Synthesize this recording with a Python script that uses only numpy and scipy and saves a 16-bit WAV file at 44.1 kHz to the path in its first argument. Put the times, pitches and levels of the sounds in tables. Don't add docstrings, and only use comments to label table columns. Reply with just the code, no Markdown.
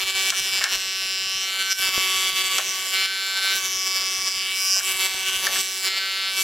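import sys
import numpy as np
from scipy import signal
from scipy.fft import rfft, irfft, next_fast_len
from scipy.io import wavfile
from scipy.ndimage import uniform_filter1d, map_coordinates

SR = 44100
rng = np.random.default_rng(int(sys.argv[2]) if len(sys.argv) > 2 else 0)


def put_to_file(sound):
    columns = np.atleast_2d(sound).T
    safe = np.clip(columns, -1, 1)
    whole_steps = np.round(safe * 32767)
    wavfile.write(sys.argv[1], SR, whole_steps.astype(np.int16))


N = 283563

# (time [s], turns per second [Hz])
BLOCK_SPEED = [(0, 191.9), (.3, 191.9), (.85, 190.9), (1.4, 191.5), (1.78, 191.5), (1.88, 189.6),
               (2.25, 189.6), (2.45, 189.5), (2.63, 190.3), (2.72, 189.6), (2.9, 189.5), (3.02, 192),
               (3.55, 192.1), (3.62, 189.6), (4.45, 190), (4.62, 190.6), (4.75, 193), (4.86, 190.2),
               (5.36, 190.1), (5.52, 191), (5.85, 190.5), (5.99, 192.4), (6.32, 191.8), (6.43, 190.2)]
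# (time [s], relative level [dB])
SNAP_LEVEL = [(0.0, -29), (1.1, -29), (1.38, -29), (1.82, -29.5), (2.43, -30), (2.7, -31.5), (3.53, -29),
              (3.56, -32.3), (3.84, -34), (4.07, -31), (4.31, -35), (4.47, -28.5), (4.61, -32), (5.35, -29),
              (5.84, -35), (5.9, -29), (6.27, -28), (6.43, -34.4)]
# (time [s], pitch [Hz])
WOOD_PITCH = [(0, 5440), (.16, 5100), (.38, 5600), (.55, 4870), (.74, 5500), (1.2, 5050), (1.48, 5600),
              (1.72, 5470), (1.87, 5170), (2.08, 5520), (2.7, 5750), (2.92, 4997), (3.5, 5120),
              (3.64, 5880), (3.98, 5120), (4.15, 5487), (4.44, 5010), (4.55, 5280), (4.8, 5389),
              (5.43, 5800), (5.7, 5524), (5.84, 4853), (6.28, 4907), (6.43, 5700)]
RISE_S, FALL_S = 0.022, 0.0078


def whine(turn, load, casing_db):
    # (multiple of the turn rate, relative level [dB])
    free_tones = [(5, -14), (6, -12), (7, 4), (8, 16), (9, -1), (10, -9), (11, -3.5), (12, 8.5), (13, 7),
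                  (14, 10.5), (15, 1.5), (16, 7.5), (17, 7), (18, 3), (19, -4.5), (20, -4), (21, 5.5),
                  (22, -10), (23, 5.5), (24, 2.5), (25, -14), (26, -4), (27, 5), (28, -28)]
    light_tones = [(5, -19), (6, 21.5), (7, -2.5), (8, -24.5), (9, -4), (10, -4), (11, 4.5), (12, -32.5),
                   (13, -4.5), (14, -1.5), (15, 0.5), (16, 0.5), (17, -3), (18, 4), (19, 1.5), (20, 0.5),
                   (21, 2.5), (22, 4.5), (23, 3), (24, 0.5), (25, -4)]
    deep_tones = [(5, -17.5), (6, -15.5), (7, -8), (8, 9), (9, -9), (10, -16), (11, -1.5), (12, 8.5),
                  (13, -11), (14, 1), (15, -6.5), (16, 0), (17, -4), (18, 1), (19, -9), (20, -5),
                  (21, -8.5), (22, -28.5), (23, -1), (24, -2), (25, -6.5), (26, -6)]
    # (start [s], end [s], share of the snaps [0-1])
    squeals = [(-.1, 3.1, 0.2), (4.33, 4.95, 0.42), (5.22, 5.42, 0.5), (5.5, 5.76, .17)]
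    rate_hz = np.mean(np.transpose(BLOCK_SPEED)[1])
    singing = [6, 8, 12]
    knife = snaps(turn, scatter_db=.7, jitter_s=2e-6)
    knife = filtered(knife, lambda hz: ~np.isin(np.round(hz / rate_hz), singing))
    def voice(tones):
        bass = [(200, -72), (600, -19.5)]  # (pitch [Hz], level [dB])
        treble = [(5900, -23), (6400, -19), (7300, -27.5), (15000, -44)]
        return coloured(knife, bass + [(k * rate_hz, db) for k, db in tones] + treble)
    free, deep = np.clip(1 - 2 * load, 0, 1), np.clip(2 * load - 1, 0, 1)
    buzz = amp(3.5) * free * voice(free_tones)
    buzz += amp(1.06) * (1 - free - deep) * voice(light_tones)
    buzz += amp(1.4) * deep * voice(deep_tones)
    squeal_colour = [(1200, -37.5), (2400, -14.5), (2850, -.5), (3050, 0), (3500, -9.5), (7000, -50.5)]
    share = np.clip(sum(part * hold(start, end, .12, .12) for start, end, part in squeals), 0, 1)
    buzz = (1 - share) * buzz + amp(3.5) * share * coloured(knife, squeal_colour)
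    buzz = buzz.std() * patchy(buzz, depth_db=1.3, size=(4, 70))
    casing = sum(amp(db + 1.7 * wobble(25) + 1.66 * wobble(5.01)) * unit(np.cos(2 * np.pi * k * turn))
                 for k, db in zip(singing, casing_db))
    return amp(curve(SNAP_LEVEL) + 1.3) * buzz + casing


def wood_ring(turn, age, load):
    # (time [s], relative level [dB])
    ring_level = [(0.0, -39), (0.12, -46), (0.35, -32.5), (1.44, -30), (1.53, -53), (1.67, -33.5),
                  (2.52, -43), (2.68, -28), (2.8, -37.5), (3.48, -37), (3.74, -27.5), (4.4, -29.5),
                  (4.47, -39), (4.74, -26), (4.95, -45), (5.17, -35.5), (5.26, -40), (5.69, -31.5),
                  (6.13, -42), (6.43, -34.5)]
    # (start [s], end [s], boost [dB])
    chatters = [(0.368, 0.405, 3.5), (1.699, 1.755, 10), (4.544, 4.8, 6)]
    ping_s = .0014
    count = turn.astype(int)
    size, detune = rng.standard_normal((count[-1] + 1, 2))[count].T
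    progress = np.clip(age / ping_s, 0, 1) ** 0.56
    envelope = amp((.6 + .9 * load) * size) * np.sin(np.pi * progress) ** 2
    pitch_hz = curve(WOOD_PITCH) * (1 + (0.0059 + 0.01 * load) * detune)
    pings = unit(envelope * np.sin(2 * np.pi * pitch_hz * age))
    chatter_db = sum(db * hold(start, end, RISE_S, FALL_S) for start, end, db in chatters)
    return amp(curve(ring_level) + chatter_db + 0.26) * pings


def tearing(turn, age, load):
    # (time [s], relative level [dB])
    tear_level = [(0.0, -38.5), (0.28, -35), (1.07, -40), (1.67, -37.5), (1.79, -30), (1.84, -36.5),
                  (2.91, -34.9), (2.96, -41), (3.48, -38), (3.55, -36), (4.49, -37.5), (4.63, -30.5),
                  (5.26, -36), (5.36, -33.5), (5.83, -35.5), (5.94, -41), (6.28, -39.5), (6.43, -32.5)]
    # (frequency [Hz], relative level [dB])
    fibre_colour = [(3000, -40), (5500, -9), (6700, 2), (7400, 1), (8300, -2), (9500, -1), (11000, -2.8),
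                    (13000, -4.5), (15500, -9)]
    edge = unit(snaps(turn, scatter_db=1.1, jitter_s=3e-6))
    edge = coloured(edge + amp(-2) * echoes(edge, t60=.011), fibre_colour)
    spray = coloured(bursts(age, life_s=0.00043, rest=0.21), fibre_colour)
    hiss = patchy(edge + amp(-4 + 2 * load) * spray, depth_db=2.7, size=(8, 26))
    return amp(curve(tear_level) + 0.76) * unit(rebound(hiss, strength=.04 + .2 * load))


def rasp(age, load):
    # (frequency [Hz], relative level [dB])
    scrape_colour = [(500, -23.5), (1200, -7), (2800, 4), (4200, -12), (6000, -5.5), (8000, -28),
                     (15000, -22)]
    scrape = coloured(bursts(age, life_s=.0014, rest=.12), scrape_colour)
    return amp(curve(SNAP_LEVEL) - 21 + 12.3 * load ** 2) * scrape


def rebound(x, strength):
    earlier = np.arange(N) - 2 * SR / curve(WOOD_PITCH)
    return (x + strength * map_coordinates(x, [earlier])) / np.sqrt(1 + strength ** 2)


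def between_tables(x, direct):
    delays = [.00117, .00163, .00229]
    def response(hz):
        trips = np.exp(-2j * np.pi * np.outer(delays, hz))
        return np.prod((direct + trips) / (1 + direct * trips), axis=0)
    return filtered(x, response)


def feed():
    # (start [s], end [s], depth [0-1], air rush [dB], draught [dB],
    # siren [dB], casing overtone 6 [dB], overtone 8 [dB], overtone 12 [dB])
    cuts = [(-.1, 0.65, 0.69, -49, -57.5, -50.5, -50.5, -45, -38),
            (0.655, 1.435, 0.67, -54, -60.5, -52.5, -48, -44.5, -43),
            (1.774, 2.61, 0.91, -48.5, -59.5, -51, -42, -50, -37),
            (2.63, 2.93, 0.83, -47, -66, -52, -45, -47, -39.5),
            (3.558, 4.551, 0.9, -49.5, -61.5, -50.5, -43, -53, -37),
            (4.58, 4.818, 0.36, -48.5, -78, -56, -45, -43, -42),
            (4.808, 5.622, 0.87, -48, -62, -49.5, -44, -45.5, -38.5),
            (5.636, 5.89, .7, -50.5, -69, -51.5, -50, -47.5, -40.5),
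            (6.333, 6.599, 0.9, -49.5, -66, -50.5, -46, -64, -37.5)]
    idle = (0.49, -51.5, -75, -54, -49.5, -36.5, -37.5)
    bite_s, run_out_s = 0.11, 0.1
    changes = sum(np.outer(np.subtract(row, idle), hold(start, end, bite_s, run_out_s))
                  for start, end, *row in cuts)
    return np.array(idle)[:, None] + changes


def swell():
    # (start [s], end [s], level change [dB])
    swells = [(-0.02, 0.04, 5), (0.068, 0.111, 5), (0.15, 0.31, 5), (0.302, 0.34, -4.5), (0.367, 0.404, 4),
              (0.44, 0.5, 2), (0.525, 0.597, 3.5), (0.647, 0.69, -4), (0.715, 0.761, 5.5),
              (1.594, 1.628, 4), (1.708, 1.73, 3), (1.732, 1.779, -7.6), (1.812, 1.895, 4),
              (1.936, 2.305, 4.5), (2.357, 2.425, 5), (2.434, 2.483, 3.5), (2.504, 2.592, 4.3),
              (2.928, 3.063, 6), (3.362, 3.395, 3), (3.422, 3.59, 4), (3.641, 3.673, 2.5),
              (3.866, 3.88, 4.5), (3.949, 3.985, 2.5), (4.262, 4.29, 5), (4.804, 4.829, -5),
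              (4.865, 4.925, 3.5), (4.994, 5.071, 5), (5.262, 5.302, 4), (5.333, 5.368, 3),
              (5.433, 5.467, 4.5), (5.521, 5.575, 4.5), (5.58, 5.617, 5.5), (5.834, 5.89, 6),
              (5.963, 5.989, 3.5), (6.369, 6.45, 5)]
    return amp(sum(db * (hold(start, end, RISE_S, FALL_S) if db > 0 else hold(start, end, FALL_S, RISE_S))
                   for start, end, db in swells))


def impacts():
    # (pitch [Hz], width [Hz], relative level [dB])
    board_notes = [(654, 67, -2), (834, 19, 2), (1085, 28, -1), (1315, 60, -3.5), (1635, 290, -4.5),
                   (1830, 87, -3.5), (2205, 91, -3.5), (3120, 600, -13)]
    # (time [s], relative level [dB], pitch of the blow [Hz], time to fade by 60 dB [s])
    knocks = [(0.321, -20, 1530, 0.14), (0.61, -16, 1870, 0.14), (.639, -15, 1910, 0.11),
              (.646, -25, 1650, 0.58), (1.018, -38, 690, 0.11), (2.583, -16.5, 1500, 0.095),
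              (2.592, -21, 931, 0.067), (4.761, -28, 835, 0.1), (4.799, -25.5, 1418, 0.16),
              (5.467, -11.5, 1500, 0.062), (5.474, -26.5, 682, 0.26), (5.554, -17.5, 1599, 0.094)]
    # (time [s], peak level [dB])
    splinters = [(.303, -5.5), (0.64, -4.5), (2.582, -8), (2.586, -16), (5.467, -9.5)]
    # (time [s], relative level [dB])
    chips = [(.724, -35), (1.055, -38), (1.8, -36), (1.890, -30), (1.959, -37), (1.979, -19.5),
             (2.341, -40), (3.552, -34), (4.236, -37), (5.147, -32.5)]
    out, t = np.zeros(N), np.arange(SR // 4) / SR
    hz = np.fft.rfftfreq(len(t), 1 / SR)
    wood = sum((-1) ** k * amp(db) * 1j * hz * width / (note ** 2 - hz ** 2 + 1j * hz * width)
               for k, (note, width, db) in enumerate(board_notes))
    for s, db, pitch_hz, t60 in knocks:
        contact = 1 / (1 + (np.log2((hz + 1) / pitch_hz) / 0.59) ** 2)
        ring = unit(irfft(rfft(rng.standard_normal(len(t))) * wood * contact, len(t)))
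        add(out, s, amp(db - 5) * ring * (1 - np.exp(-t / .0015)) * amp(-60 * t / t60))
    crisp = signal.butter(2, [2000, 7000], "bandpass", fs=SR, output="sos")
    for s, db in splinters:
        crack = signal.sosfilt(crisp, rng.standard_normal(len(t)) * np.exp(-t / 0.0029))
        add(out, s, amp(db) * crack / np.abs(crack).max())
    decay = t / 0.00046
    thud = (1 - np.exp(-4 * decay)) * (1 - decay / 2) * np.exp(-decay)
    for s, db in chips:
        add(out, s, amp(db + 11.5) * thud)
    return out


def air(rush_db):
    # (frequency [Hz], relative level [dB])
    rush_colour = [(100, -20.5), (260, -9), (450, -4), (750, -0.5), (1700, 2.5), (3000, 4.5), (5500, 5),
                   (8000, -9.5), (15000, -15)]
    return amp(rush_db + 11) * patchy(coloured(rng.standard_normal(N), rush_colour), depth_db=3)


def siren(turn, level_db):
    # (multiple of the turn rate, relative level [dB])
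    hum_tones = [(1, -16.5), (2, 1.5), (4, -1.5)]
    hum = sum(amp(db + 1.2 * wobble(18) + 1.1 * wobble(70)) * np.sin(2 * np.pi * k * turn)
              for k, db in hum_tones)
    return amp(level_db) * unit(hum)


def draught(level_db):
    # (frequency [Hz], relative level [dB])
    rumble_colour = [(15, -8), (40, 3), (75, -3), (130, -2.5), (220, -12), (500, -42), (1500, -70)]
    puffs = amp(7.5 * np.minimum(wobble(45), 1.4))
    return amp(level_db + 0.5) * unit(coloured(rng.standard_normal(N), rumble_colour) * puffs)


def echoes(x, t60):
    t = np.arange(1, SR // 3) / SR
    tail = rng.standard_normal(len(t)) * amp(-60 * t / t60)
    return signal.fftconvolve(x, tail / np.linalg.norm(tail))[:N]


def snaps(turn, scatter_db, jitter_s):
    at = np.interp(np.arange(1, int(turn[-1])), turn, np.arange(N))
    size, late = rng.standard_normal((len(at), 2)).T
    at = at + late * jitter_s * SR
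    index = at.astype(int)[:, None] + np.arange(-7, 9)
    offset = index - at[:, None]
    shape = np.sinc(offset) * np.sinc(offset / 8)
    return np.bincount(index.ravel(), (shape * amp(scatter_db * size)[:, None]).ravel(), N)[:N]


def bursts(age, life_s, rest):
    return rng.standard_normal(N) * (np.exp(-age / life_s) + rest)


def amp(db):
    return 10 ** (np.asarray(db) / 20)


def unit(x):
    return x / np.sqrt(np.mean(x ** 2) + 1e-20)


def along(points, hz):
    freqs, values = np.transpose(points)
    return np.interp(np.log(hz + 1), np.log(freqs + 1), values)


def curve(rows):
    return np.interp(np.arange(N) / SR, *np.transpose(rows))


def hold(start, end, attack_s, release_s):
    t = np.arange(N) / SR
    return np.clip(np.minimum((t - start) / attack_s, (end - t) / release_s) + .5, 0, 1)


def wobble(rate):
    return map_coordinates(rng.standard_normal(int(N * rate / SR) + 4), [np.arange(N) * rate / SR])


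def filtered(x, response):
    length = 2 * next_fast_len(N // 2 + SR // 4)
    return irfft(rfft(x, length) * response(np.fft.rfftfreq(length, 1 / SR)), length)[..., :N]


def coloured(x, points):
    def response(hz):
        cepstrum = irfft(np.log(amp(along(points, hz)) + 1e-6))
        half = len(cepstrum) // 2
        return np.exp(rfft(np.r_[cepstrum[0], 2 * cepstrum[1:half]], len(cepstrum)))
    return unit(filtered(x, response))


def patchy(x, depth_db, size=(8, 36)):
    spectra = signal.stft(x, nperseg=512)[2]
    drift = uniform_filter1d(rng.standard_normal(spectra.shape), size[0], 0)
    drift = uniform_filter1d(drift, size[1], 1)
    return unit(signal.istft(spectra * amp(depth_db * unit(drift)))[1][:N])


def add(track, s, sound):
    part = track[round(s * SR):][:len(sound)]
    part += sound[:len(part)]


def scene():
    # (frequency [Hz], gain of the sound from the sides [dB])
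    width = [(60, -14), (400, -9), (1100, -20), (2200, -32), (4000, -1.5), (8000, -3.5), (13000, -4)]
    turn = np.cumsum(curve(BLOCK_SPEED)) / SR
    age = turn % 1 / curve(BLOCK_SPEED)
    depth, rush_db, draught_db, siren_db, *casing_db = feed()
    load, gain = np.clip(depth, 0, 1), swell()
    ring, knocks = wood_ring(turn, age, load), impacts()
    cut = ring + tearing(turn, age, load) + rasp(age, load)
    knives = rebound(whine(turn, load, casing_db), strength=0.02 * load) + cut
    machine = between_tables(knives, direct=0.95) + siren(turn, siren_db) + air(rush_db)
    machine += amp(-12) * echoes(cut, t60=0.15)
    mid = gain * machine + draught(draught_db) + knocks + amp(-9.5) * echoes(knocks, t60=.18)
    around = tearing(turn, age, load) + amp(6.5) * rasp(age, load) + air(rush_db)
    around += amp(-8.5) * echoes(ring + knocks, t60=0.048)
    side = filtered(amp(-.5) * gain * around + draught(draught_db), lambda hz: amp(along(width, hz)))
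    return np.array([mid - side, mid + side])


def record(dry):
    ceiling, top_hz = .68, 15900
    rounded = dry / (1 + (dry / ceiling) ** 4) ** .25
    return filtered(rounded, lambda hz: np.clip((top_hz - hz) / 100, 0, 1))


dry = scene()
out = record(dry)
put_to_file(out)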